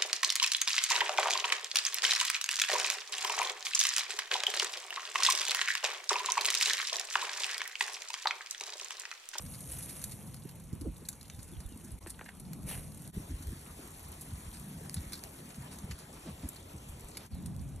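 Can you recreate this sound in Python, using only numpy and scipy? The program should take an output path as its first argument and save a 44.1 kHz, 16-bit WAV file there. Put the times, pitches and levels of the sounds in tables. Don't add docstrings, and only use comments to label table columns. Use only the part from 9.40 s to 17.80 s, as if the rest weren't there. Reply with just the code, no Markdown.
import sys
import numpy as np
from scipy import signal
from scipy.fft import rfft, irfft
from scipy.io import wavfile
from scipy.ndimage import uniform_filter1d

SR = 44100
rng = np.random.default_rng(int(sys.argv[2]) if len(sys.argv) > 2 else 0)


def wrap_up_sound(samples):
    columns = np.atleast_2d(samples).T
    tamed = np.clip(columns, -1, 1)
    steps = np.round(tamed * 32767).astype(np.int16)
    wavfile.write(sys.argv[1], SR, steps)


N = 370440
TIME = np.arange(N) / SR

# (time [s], level in front of the fire [dB])
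BREEZE = [(0, -58.5), (1.25, -61), (2.8, -59.5), (4.2, -59.5), (7.0, -59), (8.4, -60.5)]
# (frequency [Hz], density [dB per Hz])
AIR_SPECTRUM = [(100, -4), (300, 1), (550, -3), (1000, -3), (1600, -11), (2400, -11.5), (3500, -14),
                (5500, -16), (8000, -14.5), (12000, -12), (14000, -60)]
# (time of the centre [s], half length [s], level [dB])
RUSHES = [(6.618, .03, -58), (6.769, 0.011, -57), (6.881, 0.028, -51.5), (7.038, 0.032, -56),
          (7.82, 0.036, -55)]
# (frequency [Hz], density [dB per Hz])
RUSH_SPECTRUM = [(250, -6), (600, 5), (1100, -3.5), (2000, -8.5), (4000, -8), (6000, -13), (12000, -38)]
# (time [s], length [s], first pitch [Hz], last pitch [Hz], level [dB], roughness [0-1])
WHISTLES = [(1.898, 0.073, 3850, 3520, -68, .45), (2.117, 0.058, 3900, 2930, -68, 0.5),
            (2.235, 0.038, 3950, 3500, -69, .5), (2.282, .075, 3250, 2660, -70, 0.3),
            (2.93, .07, 3480, 3100, -75, .7), (7.906, 0.11, 4870, 3600, -68.5, 1)]
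# (time [s], first pitch [Hz], last pitch [Hz], time constant of the fall [s],
# time constant of the fade [s], level before the common gain in squirts() [dB])
SQUIRTS = [(2.662, 5060, 324, .0009, 0.0085, -41), (2.8108, 3850, 109, 0.0019, 0.0038, -35)]
# (time [s], level over 5 ms [dB], length scale of the push [s], main ring [Hz])
KNOCKS = [(2.67, -48.5, 0.0036, 1810), (2.7917, -46.5, 0.0011, 1690), (2.815, -51, 0.0066, 1640),
          (2.858, -49, .0045, 1780), (2.862, -50, 0.0015, 1920), (2.883, -54, .003, 1940),
          (2.889, -44, 0.003, 1880)]
# (multiple of the main ring [ratio], bandwidth [Hz], relative level [dB])
LOG_MODES = [(.5, 500, -8), (1, 420, 0), (1.33, 400, -7), (2.1, 1500, -10), (4.4, 5000, -11)]
# (time [s], level [dB])
BOIL = [(0, -54.5), (.45, -51), (.9, -60), (1.35, -67.5), (2.1, -63.5), (3.15, -66.5), (3.45, -58),
        (3.75, -60.5), (4.6, -59), (5.9, -59.5), (6.7, -69.5), (7.6, -69), (8.4, -72)]
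# (frequency [Hz], density [dB per Hz])
SIZZLE_SPECTRUM = [(600, -14), (1800, -12), (3000, -13), (5000, -16), (6500, -4), (7700, -12), (8600, 1.5),
                   (10800, 1.5), (12000, -4), (12350, -13), (13050, -3.5), (13350, -38), (16000, -41)]
# (frequency [Hz], density [dB per Hz])
BUBBLE_SPECTRUM = [(700, -11), (1800, -8), (3000, -4.5), (5000, -5.5), (6500, -2), (10500, 2), (12000, 9.5),
                   (13000, -11), (16000, -33)]
# (start [s], rise [s], hold [s], top level [dB], fade [dB per s])
SPITS = [(.27, 0.054, .26, -52, 70), (3.26, 0.032, 0.026, -39.5, 144)]
# (frequency [Hz], density [dB per Hz])
STEAM_SPECTRUM = [(150, 0.5), (450, 1.5), (1300, -15), (2300, -4), (4000, -12), (7500, -14), (9000, -1.5),
                  (11000, 2), (12000, -5), (12500, -5), (15000, -38)]
# (frequency [Hz], density [dB per Hz])
DROPLET_SPECTRUM = [(300, -2), (1300, -2.5), (2400, -3.5), (4000, -9), (7500, -7), (10500, 4), (12000, 3),
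                    (14000, -29)]
# (time [s], level over 5 ms [dB], length scale [s],
# ring of the splinter [Hz], woody body relative to the treble snap [dB])
POPS = [(0.062, -48, .002, 9100, -3), (0.134, -45, 0.0061, 9600, -3), (0.144, -46, 0.0046, 10000, -4),
        (0.206, -44, 0.0012, 9600, -13), (.292, -47, 0.0023, 9660, -18), (0.312, -40, .004, 10300, -28),
        (0.318, -39, 0.0048, 9800, -26), (0.34, -45, 0.0033, 10100, -20), (.386, -39.5, .003, 10500, -33),
        (0.424, -39.5, 0.0051, 10600, -14), (0.491, -40.5, 0.0055, 10300, -10),
        (0.615, -44, .003, 7000, -13), (0.6397, -33, 0.0016, 7040, -15.5),
        (0.712, -44.5, 0.0036, 7500, -12), (0.7186, -41.5, 0.0029, 9600, -7),
        (0.942, -46, 0.0014, 10400, -3), (1.089, -48.5, 0.0035, 10700, -1),
        (1.411, -46.5, 0.0021, 10000, -6), (1.651, -50.5, 0.0026, 4200, -9),
        (1.6867, -32.5, 0.0016, 7700, -14.5), (1.728, -48.5, .0021, 5900, -6),
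        (1.81, -49.5, 0.0016, 4300, -4), (1.829, -51, 0.00071, 6860, -8), (1.854, -57, .002, 4200, -7),
        (1.88, -55, .0016, 7500, -14), (1.899, -45.5, 0.0013, 5840, 6), (1.946, -55, 0.0019, 6500, -11),
        (1.989, -57, .001, 7160, -11), (1.992, -51, 0.0038, 7300, 0), (2.029, -47.5, 0.0015, 6700, -17),
        (2.203, -49.5, 0.0017, 7000, -5), (2.261, -51.5, .002, 10500, -22),
        (2.373, -54, 0.0026, 10100, -16), (2.442, -48.5, 0.0054, 6700, -27),
        (2.515, -48.5, 0.0039, 9800, -27), (2.67, -45, 0.0054, 8900, -10), (2.696, -44, 0.0033, 9630, -15),
        (2.702, -39.5, 0.0031, 9450, -13), (2.97, -58, .001, 10600, -18), (2.998, -46, 0.0025, 9900, -18),
        (3.132, -44.5, 0.0011, 11100, -8), (3.231, -57, .001, 6500, -14), (3.347, -52, .0015, 2400, 11),
        (3.519, -53, .0015, 11400, -9), (3.546, -51, .0012, 9700, -20), (3.574, -51, .0012, 9700, -18),
        (3.62, -50.5, 0.0017, 11000, -23), (3.675, -47.5, 0.0012, 10400, -13),
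        (4.023, -47.5, 0.004, 6950, -12), (4.07, -51, .0015, 11400, -11), (4.718, -48, .0015, 11300, -22),
        (5.197, -50, 0.0013, 11400, -18), (4.81, -41, 0.003, 10960, -23), (5.131, -43.5, 0.012, 8900, 0),
        (5.4957, -41, 0.00022, 9600, -2), (5.542, -34.5, 0.0019, 10060, -11.5),
        (5.564, -45.5, 0.0035, 3900, 4), (5.579, -49.5, 0.003, 4000, 1), (5.7217, -43.5, 0.0014, 9400, -2),
        (5.728, -46, .002, 4500, -6), (5.7323, -37.5, 0.0015, 4300, -4), (5.7387, -42, .0016, 4230, 0),
        (5.752, -46.5, .0035, 4200, -4), (5.775, -50, .003, 11000, -3), (5.79, -51, .0018, 4180, -8),
        (5.8373, -41.5, 0.00033, 6640, -7), (6.104, -53, 0.0015, 6200, 6), (6.144, -52.5, 0.0019, 6300, 9),
        (6.358, -55, 0.0018, 6200, -10), (6.312, -44, 0.011, 9300, 2), (6.3865, -47, 0.0016, 6260, -9),
        (6.5094, -42.5, 0.0031, 6500, 5), (6.5136, -47, 0.0035, 2580, 6), (6.582, -46, 0.009, 10500, -3),
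        (7.088, -38, 0.0016, 11400, -36), (7.16, -48, 0.0025, 4300, -4), (7.487, -49, 0.0051, 11200, -32),
        (7.607, -51, 0.0018, 8060, -18), (7.685, -49.5, 0.0018, 8400, -16), (7.715, -56, .003, 4300, 6),
        (7.747, -52, .004, 4340, 16), (7.77, -37.5, 0.0018, 10550, 2), (8.059, -44, 0.0025, 8900, -9)]
# (time of the peak [s], level at the peak [dB], half length scale [s],
# edge scale of the flutter [Hz], pitch of the thud at the peak [Hz])
FLAPS = [(1.058, -38.5, 0.0039, 450, 229.8), (1.335, -34.5, 0.0056, 397, 115),
         (1.362, -47, .012, 418, 130.7), (1.427, -38.5, 0.016, 380, 70.5), (1.467, -38.5, 0.012, 614, 330),
         (1.484, -35.5, 0.02, 364, 62.7), (1.626, -51, 0.0065, 520, 330), (1.949, -47, .007, 230, 80),
         (1.992, -41.5, 0.0078, 326, 94.9), (2.135, -45.5, .012, 410, 150.6), (2.18, -39, .012, 159, 68),
         (2.263, -37, 0.0077, 95, 60.2), (2.326, -46, .005, 480, 189.4), (2.365, -47.5, .005, 420, 241),
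         (2.45, -50.5, 0.014, 470, 260), (2.535, -41, 0.013, 129, 62.1), (3.374, -44, .023, 130, 55.8),
         (3.775, -31, 0.0049, 400, 84.6), (3.805, -40, .005, 330, 160), (3.916, -37, 0.017, 337, 65),
         (3.946, -35, .009, 118, 63.5), (4.009, -46, .008, 382, 110), (4.082, -34.5, .013, 90, 58.1),
         (4.129, -37, .004, 328, 210.2), (4.17, -49, .012, 395, 150), (4.395, -47, 0.0052, 680, 340),
         (4.885, -46, 0.01, 270, 150.2), (4.936, -37, 0.011, 215, 88), (5.073, -43.5, 0.021, 110, 64.8),
         (5.413, -50, 0.0034, 640, 450), (5.58, -35.5, 0.016, 248, 100), (5.613, -44, .007, 130, 70.3),
         (5.677, -44.5, .012, 109, 63.4), (6.189, -42, 0.0098, 270, 159.2), (6.212, -43, .008, 200, 100.1),
         (6.443, -37.5, 0.0053, 230, 137), (6.51, -39.5, 0.013, 221, 80.2), (6.537, -41, .009, 110, 60.2),
         (6.88, -42.5, 0.02, 400, 240), (6.915, -43, .008, 230, 140.2), (7.049, -34.5, .011, 302, 80.5),
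         (7.35, -42.5, 0.0095, 356, 149.4), (7.499, -44.5, 0.011, 128, 52.7),
         (7.651, -43.5, .0082, 120, 52), (7.936, -37, 0.011, 173, 70.4)]
# (time [s], level [dB])
TURBULENCE = [(0, -51), (.3, -51.5), (.55, -52), (1.2, -52), (1.6, -50.5), (2.4, -53), (2.7, -55.5),
              (3.15, -58), (3.45, -48.5), (4.4, -56.5), (5.0, -52.5), (6.05, -57), (6.35, -54),
              (7.85, -54.5), (8.05, -43), (8.4, -45.5)]
# (frequency [Hz], density [dB per Hz])
RUMBLE_SPECTRUM = [(15, -32), (30, -32), (43, 0.5), (60, 7.5), (85, 8), (120, -1.5), (200, -15.5),
                   (400, -76)]
# (time [s], level before the common gain in flames() [dB], pitch of its roar [Hz])
DRAUGHT = [(0, -54.5, 154), (.16, -50.5, 142), (.9, -51, 151), (1.3, -55, 149), (1.8, -58, 163),
           (2.3, -56, 166), (2.93, -59, 193), (3.11, -47.5, 166), (3.25, -48.5, 157), (3.42, -47.5, 138),
           (3.68, -49.5, 164), (3.9, -56.5, 162), (4.58, -59.5, 164), (4.73, -55.5, 159), (5.1, -54.5, 166),
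           (5.4, -51, 174), (5.85, -58, 162), (6.3, -51.5, 177), (6.65, -59, 161), (7.85, -57, 159),
           (8.0, -46.5, 161), (8.4, -48.5, 149)]
# (frequency [Hz], density [dB per Hz])
ROAR_SPECTRUM = [(60, -35), (105, -14), (140, -1.5), (175, -3), (230, -8.5), (300, -15.5), (450, -29),
                 (800, -27), (2000, -64)]
# (frequency [Hz], correlation [-1 to 1])
LIKENESS_FRONT = [(100, 0.82), (400, 0.72), (800, 0.23), (1600, 1), (2300, 1), (3200, 0.38), (4400, 0.85),
                  (4900, 1), (6200, 0.85), (7600, 0.72), (9500, 0.7), (10600, 0.72), (13000, 0.85)]
# (frequency [Hz], correlation [-1 to 1])
LIKENESS_BESIDE = [(280, 1), (600, -0.089), (1100, -0.34), (1900, 0.6), (2900, -0.7), (3700, 0.59),
                   (4400, 0.62), (4900, 1), (6300, 0.8), (7600, 0.95), (8700, 0.086), (9600, 0.49),
                   (10400, -0.071), (12500, 0.45)]
# (time of the centre [s], depth [dB], half length [s])
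DIPS = [(2.599, 22, 0.0083), (3.719, 19, 0.013), (7.891, 11, 0.018)]
# (frequency [Hz], gain [dB])
PORT_WIDTH = [(1200, -2), (1850, -5), (2500, 1), (5100, -2), (5600, -21), (6300, -7), (7000, 9.5),
              (8400, 3.5), (9400, -4), (10400, 2)]
# (frequency [Hz], lag [turns])
PORT_TURNS = [(2400, 0), (3800, .08), (4400, .21), (4800, .48), (5050, .53), (5500, 1), (6400, 1),
              (7700, 1.3), (8000, 1), (11000, 1), (11900, 1.1), (12450, 1.5), (12900, 1.92), (13200, 2)]

BESIDE_FROM_S, BESIDE_TO_S = 3.72, 7.89
AIR_BESIDE_DB = 6
AIR_LEFT_DB = 1.5
CRACK_DB, CRACK_PER_BODY = 0.5, 0.66
FAINT_PER_S = 9
FAINT_DB, FAINT_LENGTH_S = (-58.5, -54.5), (0.00047, 0.0029)
FAINT_RING_HZ, FAINT_BODY_DB = (5550, 12050), (-24, -10)
FLAP_WIDTH_FRONT, FLAP_WIDTH_BESIDE = 0.72, 0.018
FLAP_RIGHT_DB = 2.5
FLAP_FALL_OCTAVES = 0.55
FLAP_SKEW, FLAP_EDDY_LEAD = 0.22, 0.22
ROAR_REST_HZ = 160
HOLLOW_HZ, HOLLOW_WIDTH_HZ, HOLLOW_DB = 502.5, 60, -67
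HOLLOW_UNTIL_S, HOLLOW_FADE_DB_PER_S = 0.49, 5.5
EDGE_HZ = 15800


def gain_of(db):
    return 10 ** (np.asarray(db) / 20)


def evened(x):
    return x / np.sqrt(np.mean(x ** 2) + 1e-20)


def read(points, hz):
    f, value = np.transpose(points)
    return np.interp(np.log(hz + 1), np.log(f), value)


def follow(points, t=TIME):
    s, value = np.transpose(points)
    return np.interp(t, s, value)


def add(mix, s, sound):
    part = mix[:, max(round(s * SR), 0):][:, :sound.shape[1]]
    part += sound[:, :part.shape[1]]


def band(x, low_hz, high_hz, order=2):
    edges = [low_hz, min(high_hz, .48 * SR)]
    return signal.sosfilt(signal.butter(order, edges, "band", fs=SR, output="sos"), x)


def band_around(x, hz, width_hz):
    return band(x, hz - width_hz / 2, hz + width_hz / 2)


def coloured(x, spectrum):
    weights = gain_of(read(spectrum, np.fft.rfftfreq(N, 1 / SR)))
    return evened(irfft(rfft(x) * weights, N))


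def pair(x, width):
    return np.array([x[0] + width * x[1], x[0] - width * x[1]])


def is_beside(t):
    return (t > BESIDE_FROM_S) & (t < BESIDE_TO_S)


def noise(spectrum, patchy_db, flicker_db, size=1024, pitch=None):
    hop, hz = size // 4, np.fft.rfftfreq(size, 1 / SR)
    t = np.arange(N // hop + 5) * hop / SR
    a, b, c, d, patches = rng.standard_normal((5, len(t), len(hz)))
    patches = uniform_filter1d(patches, size=10, axis=0)
    patches = evened(uniform_filter1d(patches, size=12, axis=1))
    flicker = evened(uniform_filter1d(rng.standard_normal(len(t)), size=5))[:, None]
    likeness = np.where(is_beside(t)[:, None], read(LIKENESS_BESIDE, hz), read(LIKENESS_FRONT, hz))
    likeness = np.clip(likeness, -1, 1)
    left = a + 1j * b
    right = likeness * left + np.sqrt(1 - likeness ** 2) * (c + 1j * d)
    slide = 1 if pitch is None else follow(pitch, t)[:, None]
    level_db = read(spectrum, hz / slide) + patchy_db * patches + flicker_db * flicker
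    frames = np.array([left, right]) * gain_of(level_db)
    return evened(signal.istft(frames.swapaxes(1, 2), nperseg=size, noverlap=size - hop)[1][:, :N])


def decaying(impulses, burst_s):
    return signal.lfilter([1], [1, -np.exp(-1 / (burst_s * SR))], impulses)


def droplet_sizes(rate_per_s, spread_db):
    sizes = gain_of(spread_db * np.minimum(rng.exponential(1, N), 2))
    return sizes * (rng.random(N) < rate_per_s / SR)


def open_air():
    level = gain_of(follow(BREEZE) + AIR_BESIDE_DB * is_beside(TIME))
    lean = gain_of(AIR_LEFT_DB * is_beside(TIME) * np.array([[.5], [-.5]]))
    return lean * level * noise(AIR_SPECTRUM, patchy_db=2.1, flicker_db=.9)


def rushes():
    level = sum(gain_of(db) * np.exp(-((TIME - s) / half) ** 2) for s, half, db in RUSHES)
    return level * coloured(pair(rng.standard_normal((2, N)), width=0.49), RUSH_SPECTRUM)


def whistles():
    out = np.zeros((2, N))
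    for s, length, first_hz, last_hz, db, rough in WHISTLES:
        t = np.arange(int(length * SR)) / SR
        turns = np.cumsum(first_hz * (last_hz / first_hz) ** ((t / length) ** 0.76)) / SR
        a, b = evened(uniform_filter1d(rng.standard_normal((2, SR // 4)), size=110))[:, :len(t)]
        unsteady = 1 - rough + rough * (a + 1j * b)
        jet = (unsteady * np.exp(2j * np.pi * turns)).real
        jet = evened(jet * signal.windows.tukey(len(t), .4))
        add(out, s, gain_of(db) * np.tile(jet, (2, 1)))
    return out


def squirts(rise_s=0.0013, gain_db=3.5):
    out, t = np.zeros((2, N)), np.arange(SR // 20) / SR
    for s, first_hz, last_hz, fall_s, fade_s, db in SQUIRTS:
        turns = np.cumsum(last_hz + (first_hz - last_hz) * np.exp(-t / fall_s)) / SR
        chirp = np.sin(2 * np.pi * turns) * (1 - np.exp(-t / rise_s)) * np.exp(-t / fade_s)
        add(out, s, gain_of(db + gain_db) * np.array([chirp, chirp]))
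    return out


def embers(ticks_per_s=55, level_db=-71):
    out, pitches = np.zeros((2, N)), np.geomspace(2500, 9000, num=6)
    for hz in pitches:
        sizes = gain_of(rng.uniform(-37, 0, N)) * (rng.random(N) < ticks_per_s / len(pitches) / SR)
        bursts = decaying(sizes, burst_s=0.0047)
        out += band(pair(rng.standard_normal((2, N)) * bursts, width=0.16), 0.79 * hz, 1.25 * hz)
    return gain_of(level_db) * evened(out)


def knocks(grain=0.85):
    out, t = np.zeros((2, N)), np.arange(SR // 20) / SR
    span = np.sqrt(.005 * SR / len(t))
    for s, db, length, ring_hz in KNOCKS:
        grit = np.exp(grain * rng.standard_normal(len(t)) - t / (1.6 * length))
        push = pair(rng.standard_normal((2, len(t))), width=0.39) * grit
        ring = sum(gain_of(mode_db) * evened(band_around(push, k * ring_hz, width_hz))
                   for k, width_hz, mode_db in LOG_MODES)
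        add(out, s, gain_of(db) * span * evened(ring))
    return out


def sizzle(ticks_per_s=430, clump_db=4, clump_s=0.013, hiss_db=-0.25, crackle_db=-3):
    hiss = noise(SIZZLE_SPECTRUM, patchy_db=2.2, flicker_db=1.6, size=512)
    drift = evened(uniform_filter1d(rng.standard_normal(N), size=int(clump_s * SR)))
    rate = ticks_per_s * gain_of(clump_db * drift)
    bursts = decaying(droplet_sizes(rate, spread_db=9), burst_s=0.00036)
    ticks = coloured(pair(rng.standard_normal((2, N)) * bursts, width=0.1), BUBBLE_SPECTRUM)
    return gain_of(follow(BOIL)) * (gain_of(hiss_db) * hiss + gain_of(crackle_db) * ticks)


def spit(ticks_per_s=1100, crackle_db=-2):
    level = np.zeros(N)
    for s, rise, hold, db, fade in SPITS:
        fade_db = fade * np.maximum(TIME - s - rise - hold, 0)
        level += np.clip((TIME - s) / rise, 0, 1) * gain_of(db - fade_db)
    bursts = decaying(droplet_sizes(ticks_per_s, spread_db=4), burst_s=0.00043)
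    droplets = coloured(pair(rng.standard_normal((2, N)) * bursts, width=0.086), DROPLET_SPECTRUM)
    steam = noise(STEAM_SPECTRUM, patchy_db=2.5, flicker_db=0.2, size=256)
    return level * evened(steam + gain_of(crackle_db) * droplets)


def faint_pops():
    ranges = [(0, N / SR), FAINT_DB, FAINT_LENGTH_S, FAINT_RING_HZ, FAINT_BODY_DB]
    low, high = np.transpose(ranges)
    return (low + (high - low) * rng.random((round(FAINT_PER_S * N / SR), len(low)))).tolist()


def pops(first_crack=6, grain=0.89, ring_db=-4, ring_width_hz=1000):
    out, t = np.zeros((2, N)), np.arange(SR // 20) / SR
    span = np.sqrt(.005 * SR / len(t))
    for s, db, length, ring_hz, body_db in POPS + faint_pops():
        fibres = pair(rng.standard_normal((2, len(t))), width=0.23)
        fibres = fibres * np.exp(grain * rng.standard_normal(len(t)))
        tearing = (1 - np.exp(-t / (0.54 * length))) * np.exp(-t / (2.13 * length))
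        tear = fibres * tearing + first_crack * signal.unit_impulse(len(t), SR // 2000)
        body = gain_of(body_db) * evened(band(tear, 1110, 3800))
        crack = gain_of(CRACK_DB + CRACK_PER_BODY * body_db) * evened(band(tear, 3330, 5400))
        snap = evened(band(tear, 7400, 12000, order=3))
        ring = evened(band_around(tear, ring_hz, ring_width_hz))
        sound = evened(body + crack + snap) + gain_of(ring_db) * ring
        add(out, s, gain_of(db) * span * evened(sound))
    return out


def firebox(x, t60=0.17, first_s=0.0035):
    t = np.arange(SR // 3) / SR
    taps = rng.standard_normal((2, len(t))) * (rng.random((2, len(t))) < 3000 / SR)
    tail = pair(taps, width=0.29) * gain_of(-60 * t / t60) * (t > first_s)
    return signal.fftconvolve(x, tail / np.linalg.norm(tail[0]), axes=1)[:, :N]


def flaps(thud_db=2.0):
    out, t = np.zeros((2, N)), np.arange(-SR // 8, SR // 8) / SR
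    for s, db, half, edge_hz, thud_hz in FLAPS:
        width, right_db = (FLAP_WIDTH_BESIDE, 0) if is_beside(s) else (FLAP_WIDTH_FRONT, FLAP_RIGHT_DB)
        age = t / (1.02 * half * (1 + FLAP_SKEW * np.sign(t)))
        swell = np.exp(-.5 * age ** 2)
        turns = np.cumsum(thud_hz * 2 ** (-FLAP_FALL_OCTAVES * np.tanh(age))) / SR
        thud = evened(np.cos(2 * np.pi * (turns + rng.random())) * swell)
        eddies = band(pair(rng.standard_normal((2, len(t))), width), 41, max(0.903 * edge_hz, 70), order=8)
        flutter = evened(eddies * np.exp(-.5 * (age + FLAP_EDDY_LEAD) ** 2))
        lean_db = right_db * np.array([[-.5], [.5]])
        level = gain_of(db + lean_db) * np.sqrt(np.mean(swell ** 2))
        add(out, s + t[0], level * evened(gain_of(thud_db) * thud + flutter))
    return out


def hollow():
    stir = pair(rng.standard_normal((2, N)), width=0.76)
    level_db = HOLLOW_DB - HOLLOW_FADE_DB_PER_S * np.maximum(TIME - HOLLOW_UNTIL_S, 0)
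    return gain_of(level_db) * evened(band_around(stir, HOLLOW_HZ, HOLLOW_WIDTH_HZ))


def flames(roar_gain_db=2.0):
    rumble = noise(RUMBLE_SPECTRUM, patchy_db=1.0, flicker_db=3, size=4096)
    draught_db = [(s, db) for s, db, hz in DRAUGHT]
    pitch = [(s, hz / ROAR_REST_HZ) for s, db, hz in DRAUGHT]
    roar = noise(ROAR_SPECTRUM, patchy_db=1.5, flicker_db=1.06, size=4096, pitch=pitch)
    return gain_of(follow(TURBULENCE)) * rumble + gain_of(follow(draught_db) + roar_gain_db) * roar


def scene():
    background = open_air() + rushes()
    gas = whistles() + squirts()
    snaps = embers() + knocks() + pops()
    echoes = gain_of(-12.5) * firebox(snaps)
    boiling = sizzle() + spit()
    fire = flaps() + hollow() + flames()
    return background + gas + snaps + echoes + boiling + fire


def record(dry):
    dip_db = sum(depth * np.exp(-((TIME - s) / half) ** 2) for s, depth, half in DIPS)
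    hz = np.fft.rfftfreq(N, 1 / SR)
    left, right = rfft(dry * gain_of(-dip_db))
    left, right = pair([(left + right) / 2, (left - right) / 2], gain_of(read(PORT_WIDTH, hz)))
    right = right * np.exp(-2j * np.pi * read(PORT_TURNS, hz))
    ports = irfft(np.array([left, right]), N)
    low_pass = signal.firwin(511, EDGE_HZ, window=("kaiser", 9), fs=SR)
    return signal.oaconvolve(ports, low_pass[None], "same")


dry = scene()
out = record(dry)
wrap_up_sound(out)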